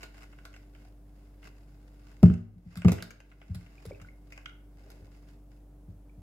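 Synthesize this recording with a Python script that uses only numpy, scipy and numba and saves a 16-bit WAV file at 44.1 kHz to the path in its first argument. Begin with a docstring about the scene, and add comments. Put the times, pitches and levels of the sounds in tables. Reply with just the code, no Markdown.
"""A plastic water bottle with a flip straw, handled close to a small stereo microphone in a quiet kitchen.
Hands rub and the lid clicks, ringing the plastic; the hollow wall knocks and the spout snaps over.
The bottle bumps the table under the microphone, twice hard, and bubbles plip as the water is tipped.
An appliance hums behind it, tiled walls add a short tail, and the gain control ducks after big thumps."""
import sys
import numpy as np
from scipy import signal
from scipy.fft import rfft, irfft, next_fast_len
from scipy.io import wavfile
from scipy.ndimage import map_coordinates
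from numba import njit

SR = 44100
rng = np.random.default_rng(int(sys.argv[2]) if len(sys.argv) > 2 else 0)


def pcm_store(signal):
    """Save signal as 16-bit PCM."""
    levels = np.round(np.clip(np.atleast_2d(signal), -1, 1) * 32767)
    wavfile.write(sys.argv[1], SR, levels.astype(np.int16).T)


N = 274294
TIME = np.arange(N) / SR
RING = np.arange(int(.7 * SR)) / SR  # seconds since the start of one event


def undb(db):
    """Decibels to gain."""
    return 10 ** (np.asarray(db) / 20)


def unit(x):
    """Scale to rms 1."""
    return x / np.sqrt(np.mean(x ** 2))


def fade(t60):
    """Exponential decay, 60 dB down after t60 seconds."""
    return np.exp(-np.log(1000) * RING / max(t60, 1e-3))


def add(out, s, sound):
    """Mix a sound in at s seconds."""
    i = max(int(s * SR), 0)
    out[..., i:i + sound.shape[-1]] += sound[..., :N - i]


def shaped(x, gain):
    """Filter by a gain that is a function of frequency."""
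    size = next_fast_len(x.shape[-1])
    hz = np.maximum(np.arange(size // 2 + 1) * SR / size, 1)
    return irfft(rfft(x, size) * gain(hz), size)[..., :x.shape[-1]]


def resonate(x, peaks):
    """Parallel resonances, each applied twice for steep skirts."""
    out = 0
    for hz, width, db in peaks:
        b, a = signal.iirpeak(hz, hz / (1.5 * width), fs=SR)
        out = out + undb(db) * signal.lfilter(b, a, signal.lfilter(b, a, x))
    return out


def stereo_noise(size, spread=1):
    """Noise at the microphone's two ports: a shared part plus a part of their own."""
    return rng.standard_normal(size) + spread * rng.standard_normal((2, size))


def wander(rate_hz):
    """Random drift, spread near 1."""
    knots = rng.standard_normal(int(N / SR * rate_hz) + 2)
    return np.interp(TIME * rate_hz, np.arange(len(knots)), knots)


def struck(force, peaks):
    """Resonances rung by a force, rms 1 over the first 12 ms; grip and contact point shift them."""
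    chance = rng.uniform(-1, 1, (len(peaks), 2))
    shifted = [(hz * (1 + .06 * detune), width, db + 2.5 * weight)
               for (hz, width, db), (detune, weight) in zip(peaks, chance)]
    ring = resonate(force, shifted)
    return ring / np.sqrt(np.mean(ring[:, :int(.012 * SR)] ** 2))


# An appliance in the background, centred. Each row: frequency in Hz, rms level in dB.
HUM_PARTIALS = [(49.2, -52), (98, -66.5), (147.4, -70), (196.5, -75.5), (294.8, -64), (393, -79)]


def appliance_hum():
    """A motor hums steadily on a few low partials."""
    return sum(np.sqrt(2) * undb(db) * np.sin(2 * np.pi * (hz * TIME + rng.random()))
               for hz, db in HUM_PARTIALS)


# Room tone all around the microphone. Each row: frequency in Hz, relative spectral density in dB.
AIR_SPECTRUM = [(25, -26.5), (60, -8), (120, 6.5), (250, -3), (450, -7), (700, -10), (1000, -19),
                (2000, -29), (4000, -35.5), (8000, -35), (11500, -33), (16000, -35.5)]


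def room_tone(rms_db=-61.5, apart_hz=900):
    """Still air and microphone hiss, with the bass alike at both ports."""
    points_hz, db = np.transpose(AIR_SPECTRUM)
    colour = lambda hz: undb(np.interp(np.log(hz), np.log(points_hz), db))
    mid = shaped(rng.standard_normal(N), colour)
    side = shaped(rng.standard_normal(N), lambda hz: colour(hz) * hz / (hz + apart_hz))
    return undb(rms_db) * unit(np.array([mid + side, mid - side]))


# The bottle's resonances from close up: three ranges of the plastic, then the air and water inside.
# Each row: frequency in Hz, width in Hz, relative level in dB.
PLASTIC_BODY = [(660, 260, -4), (1200, 200, -8), (1450, 320, 1), (2150, 380, 0), (2550, 400, -3)]
PLASTIC_SNAP = [(3700, 1200, 0), (4800, 1400, 0), (6400, 1300, -5)]
PLASTIC_TOP = [(7850, 540, 5), (10360, 3000, 2.5), (13800, 2300, -12)]
CAVITY = [(367, 217, -0.5), (431, 45, -3.5), (637, 73, -3), (1207, 130, -8.5)]
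# Hands and sleeves along the bottle, close to the microphone.
# Each row: middle in seconds, half length in seconds, relative level in dB.
HAND_STROKES = [(.01, 0.057, -51), (0.195, 0.044, -55), (0.43, .25, -67), (0.827, 0.054, -63),
                (1.22, .1, -73.5), (1.456, 0.029, -55.5), (1.787, 0.6, -72.5), (2.116, 0.089, -69.5),
                (2.743, 0.074, -58), (2.985, 0.14, -63), (3.69, 0.36, -63.5), (4.389, 0.094, -66),
                (4.9, 0.12, -63), (5.154, 0.037, -63), (5.284, 0.076, -68), (5.547, 0.054, -73),
                (6.184, 0.058, -87)]


def rubbing(thumps, firm_db=-56.5, hiss_growth=.87, catches_per_s=24):
    """Skin and cloth slide in tiny grains and catch, ringing the bottle; thumps shake the grip too."""
    strokes = sum(undb(db) * np.exp(-((TIME - s) / half_s) ** 2) for s, half_s, db in HAND_STROKES)
    shake = follow(np.abs(thumps[0]), attack_s=.004, release_s=.03)
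    rub = strokes + undb(-43) * shake
    hiss = undb(-62) * (rub / undb(firm_db)) ** hiss_growth  # light strokes are airier
    catches = (rng.random(N) < catches_per_s / SR) * rng.uniform(1, 3.3, N)
    grip = 1 + signal.fftconvolve(catches, fade(.025))[:N]
    slips = stereo_noise(N, spread=3.4) * grip * undb(2 * wander(70) + 3 * wander(700))
    low = unit(resonate(slips, PLASTIC_BODY)) + undb(-6) * unit(resonate(slips, CAVITY))
    high = unit(resonate(slips, PLASTIC_SNAP)) + undb(-8) * unit(resonate(slips, PLASTIC_TOP))
    return undb(-1) * rub * low + hiss * high


# Lid, straw and fingernails, close up. Each row: start in seconds, level in dB,
# brightness in dB added from one range of the plastic to the next.
LID_CLICKS = [(.031, -44, -2.5), (0.326, -59.5, -17), (0.387, -55.5, -17), (.452, -48.5, -2.5),
              (.540, -54, -9), (0.563, -56, -4.5), (0.749, -59, -8), (1.429, -58, -19), (2.230, -40, -1.5),
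              (2.299, -40, -16), (2.338, -46, -4), (2.756, -46.5, -2), (2.772, -47, 3), (2.819, -41.5, -12),
              (2.847, -37, -6.5), (2.8826, -30, -3.5), (2.919, -34.5, 2), (2.982, -41.5, -11),
              (3.004, -45.5, -19), (3.024, -36.5, 0), (3.106, -44.5, -4), (3.203, -50, -6.5),
              (3.316, -55, -17), (3.416, -51.5, -17), (3.547, -54, 4), (3.663, -58.5, -12), (3.854, -59, 5),
              (3.999, -58, -15), (4.015, -55, -3), (4.322, -48.5, -6.5), (4.3765, -48.5, -7.5),
              (4.902, -62, 3.5)]


def clicks(crack_t60=.0034, rattle_t60=.063, size=6000):
    """A sharp crack and a short, uneven rattle ring the plastic; hard contacts reach higher."""
    out = np.zeros((2, N))
    ranges = (PLASTIC_BODY, 0), (PLASTIC_SNAP, -1), (PLASTIC_TOP, -6)
    crack = 1.56 * fade(crack_t60)[:size]
    for s, db, bright_db in LID_CLICKS:
        chatter = undb(4 * np.repeat(rng.standard_normal(size // 60), 60) - 2)
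        force = stereo_noise(size) * (crack + chatter * fade(rattle_t60)[:size])
        for k, (peaks, range_db) in enumerate(ranges):
            add(out, s, undb(db + range_db + k * bright_db) * struck(force, peaks))
    return out


# Knocks on the bottle's wall, close up. Each row: start in seconds, level in dB.
WALL_KNOCKS = [(0.032, -55.5), (2.232, -23), (2.848, -28), (2.881, -24), (2.920, -28.5)]


def knocks(t60=.06):
    """A blow makes the whole bottle sound, brief and hollow."""
    out = np.zeros((2, N))
    for s, db in WALL_KNOCKS:
        force = stereo_noise(len(RING), spread=.53) * fade(t60)
        add(out, s, undb(db) * struck(force, CAVITY))
    return out


# Bubbles and drops inside bottle and straw. Each row: start in seconds, starting pitch in Hz, level in dB.
BUBBLES = [(.852, 710, -50.5), (3.78, 2470, -47.5), (3.854, 444, -33.5), (3.9095, 537, -29.5),
           (3.917, 2270, -43.5), (3.923, 405, -36), (3.947, 2530, -48.5), (4.047, 1470, -44),
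           (4.086, 2136, -42.5), (6.095, 2340, -56.5)]


def plips(attack_s=.00077, t60=.032, octaves_per_s=2.1):
    """Each bubble is a short, rising ring whose pitch trembles as its shape changes."""
    out = np.zeros(N)
    envelope = (1 - np.exp(-RING / attack_s)) * fade(t60)
    glide = octaves_per_s * np.minimum(RING, t60)
    for s, hz, db in BUBBLES:
        tremble = .03 * wander(900)[:len(RING)]
        phase = 2 * np.pi * np.cumsum(hz * 2 ** (glide + tremble)) / SR
        add(out, s, undb(db) * envelope * np.sin(phase))
    return out


# The table the microphone stands on. Each row: mode frequency in Hz, relative level in dB, t60 in seconds.
TABLE_MODES = [(66.8, -14.5, 0.17), (87.5, -8.5, 0.27), (103.9, -11.5, 0.42), (129.8, -10, 0.18),
               (175.46, 0.5, 0.25), (195.7, 13, 0.02), (229, -16, 0.36), (324, -24.5, 0.34),
               (378, -33, 0.38), (416.6, -23.5, 0.16), (459, -34, 0.3), (630, -32, 0.16)]
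# Bumps that reach the microphone through the table.
# Each row: start in seconds, relative level in dB, contact hardness as a corner frequency in Hz.
TABLE_BUMPS = [(2.229, 6, 900), (2.301, -5.5, 400), (2.557, -35.5, 200), (2.656, -31, 190),
               (2.764, -24.5, 220), (2.847, 0, 910), (2.918, -17, 1500), (3.015, -33, 200),
               (3.493, -13.5, 86), (3.548, -25.5, 136), (3.859, -28, 107), (4.008, -37.5, 121),
               (5.01, -35.5, 97), (5.876, -31, 113), (6.169, -36.5, 111)]


def table_thumps(swell_cycles=.99, apart_hz=520, most_apart_rad=.44):
    """The table's modes swell over a cycle or two; a soft contact reaches only the low ones."""
    out = np.zeros((2, N))
    for s, db, corner_hz in TABLE_BUMPS:
        detunes = 1 + .006 * rng.standard_normal(len(TABLE_MODES))
        for k, (hz, mode_db, t60) in enumerate(TABLE_MODES):
            swell = 1 - np.exp(-(RING * hz / swell_cycles) ** 2)
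            contact = 1 / np.sqrt(1 + (hz / corner_hz) ** 6)
            # shorter waves reach the two ports out of step
            apart = np.array([[1], [-1]]) * min((hz / apart_hz) ** 2, most_apart_rad)
            wave = (-1) ** k * np.sin(2 * np.pi * hz * detunes[k] * RING + apart)
            add(out, s, undb(db + mode_db) * contact * swell * fade(t60) * wave)
    return out


# The spout flips and rebounds near the microphone. Each row: start in seconds, level in dB.
SPOUT_FLIPS = [(4.458, -41), (4.494, -55)]
# The spout's resonances. Each row: frequency in Hz, width in Hz, relative level in dB.
SPOUT_PEAKS = [(1480, 234, 5.5), (2290, 510, 5.5), (2810, 500, -1.5), (4600, 680, -16.5)]


def spout(t60=.026):
    """The stiff spout snaps over its catch with a short, hard crack."""
    out = np.zeros((2, N))
    for s, db in SPOUT_FLIPS:
        force = stereo_noise(len(RING)) * fade(t60)
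        add(out, s, undb(db) * struck(force, SPOUT_PEAKS))
    return out


def slosh(middle_s=4.96, spread_s=.08, db=-58, count=70):
    """As the bottle is tipped, a swarm of small, quickly damped bubbles rises through the water."""
    out = np.zeros(N)
    for when, pitch, strength in rng.standard_normal((count, 3)):
        hz = 470 * 2 ** (.55 * pitch)
        bubble = np.sin(2 * np.pi * hz * RING * (1 + RING)) * fade(12 / hz)
        add(out, middle_s + spread_s * when, undb(db + 2 * strength) * bubble)
    return out


def kitchen_reverb(x, low_t60=.45, treble_t60=.23, split_hz=4000, build_s=.0098):
    """Tiled walls return a diffuse tail, different at each port and shorter in the treble."""
    noise = rng.standard_normal((2, len(RING)))
    low = shaped(noise, lambda hz: 1 / (1 + (hz / split_hz) ** 2))
    tail = low * fade(low_t60) + (noise - low) * fade(treble_t60)
    tail *= 1 - np.exp(-(RING / build_s) ** 2)
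    tail /= np.sqrt(np.sum(tail ** 2) / 2)
    return signal.fftconvolve(x[None], tail, axes=1)[:, :N]


# The bottle's place before the microphone. Each row: time in seconds, lag of the right port in samples.
BOTTLE_PATH = [(0, 6), (1.8, 0), (2.7, 9.5), (3.0, 1), (3.7, -4), (4.1, 7.5), (6.2, 5.5)]


def placed(bottle):
    """As the bottle moves, its sound reaches the right port a little later or earlier than the left."""
    left, right = bottle
    lag = np.interp(TIME, *np.transpose(BOTTLE_PATH))
    return np.array([left, map_coordinates(right, [np.arange(N) - lag], order=3)])


def scene():
    """The bottle reaches the microphone through the air, the thumps mostly through the table."""
    thumps = table_thumps()
    plastic = clicks() + spout() + rubbing(thumps)
    hollow = knocks() + plips() + slosh()
    to_walls = undb(-7.5) * plastic + undb(-10) * hollow + undb(-28) * thumps
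    room = kitchen_reverb(to_walls.mean(axis=0))
    table = thumps * undb([[.5], [-.5]])  # slightly left
    return placed(plastic + hollow) + table + room + appliance_hum() + room_tone()


@njit
def follow(x, attack_s, release_s):
    """Level follower that rises fast and sinks slowly."""
    out, level = np.empty(len(x)), 0.
    for i in range(len(x)):
        level += (x[i] - level) / (SR * (attack_s if x[i] > level else release_s))
        out[i] = level
    return out


def record(dry):
    """Gain control ducks after loud thumps and recovers over a second; the top is cut."""
    threshold_db, ratio, top_hz = -30, 1.35, 15900
    level = follow(np.abs(dry).max(axis=0), attack_s=.005, release_s=.33)
    gain = np.maximum(level / undb(threshold_db), 1) ** (1 / ratio - 1)
    lowpass = signal.ellip(10, .2, 80, top_hz, fs=SR, output="sos")
    return signal.sosfilt(lowpass, dry * gain)


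dry = scene()
out = record(dry)
pcm_store(out)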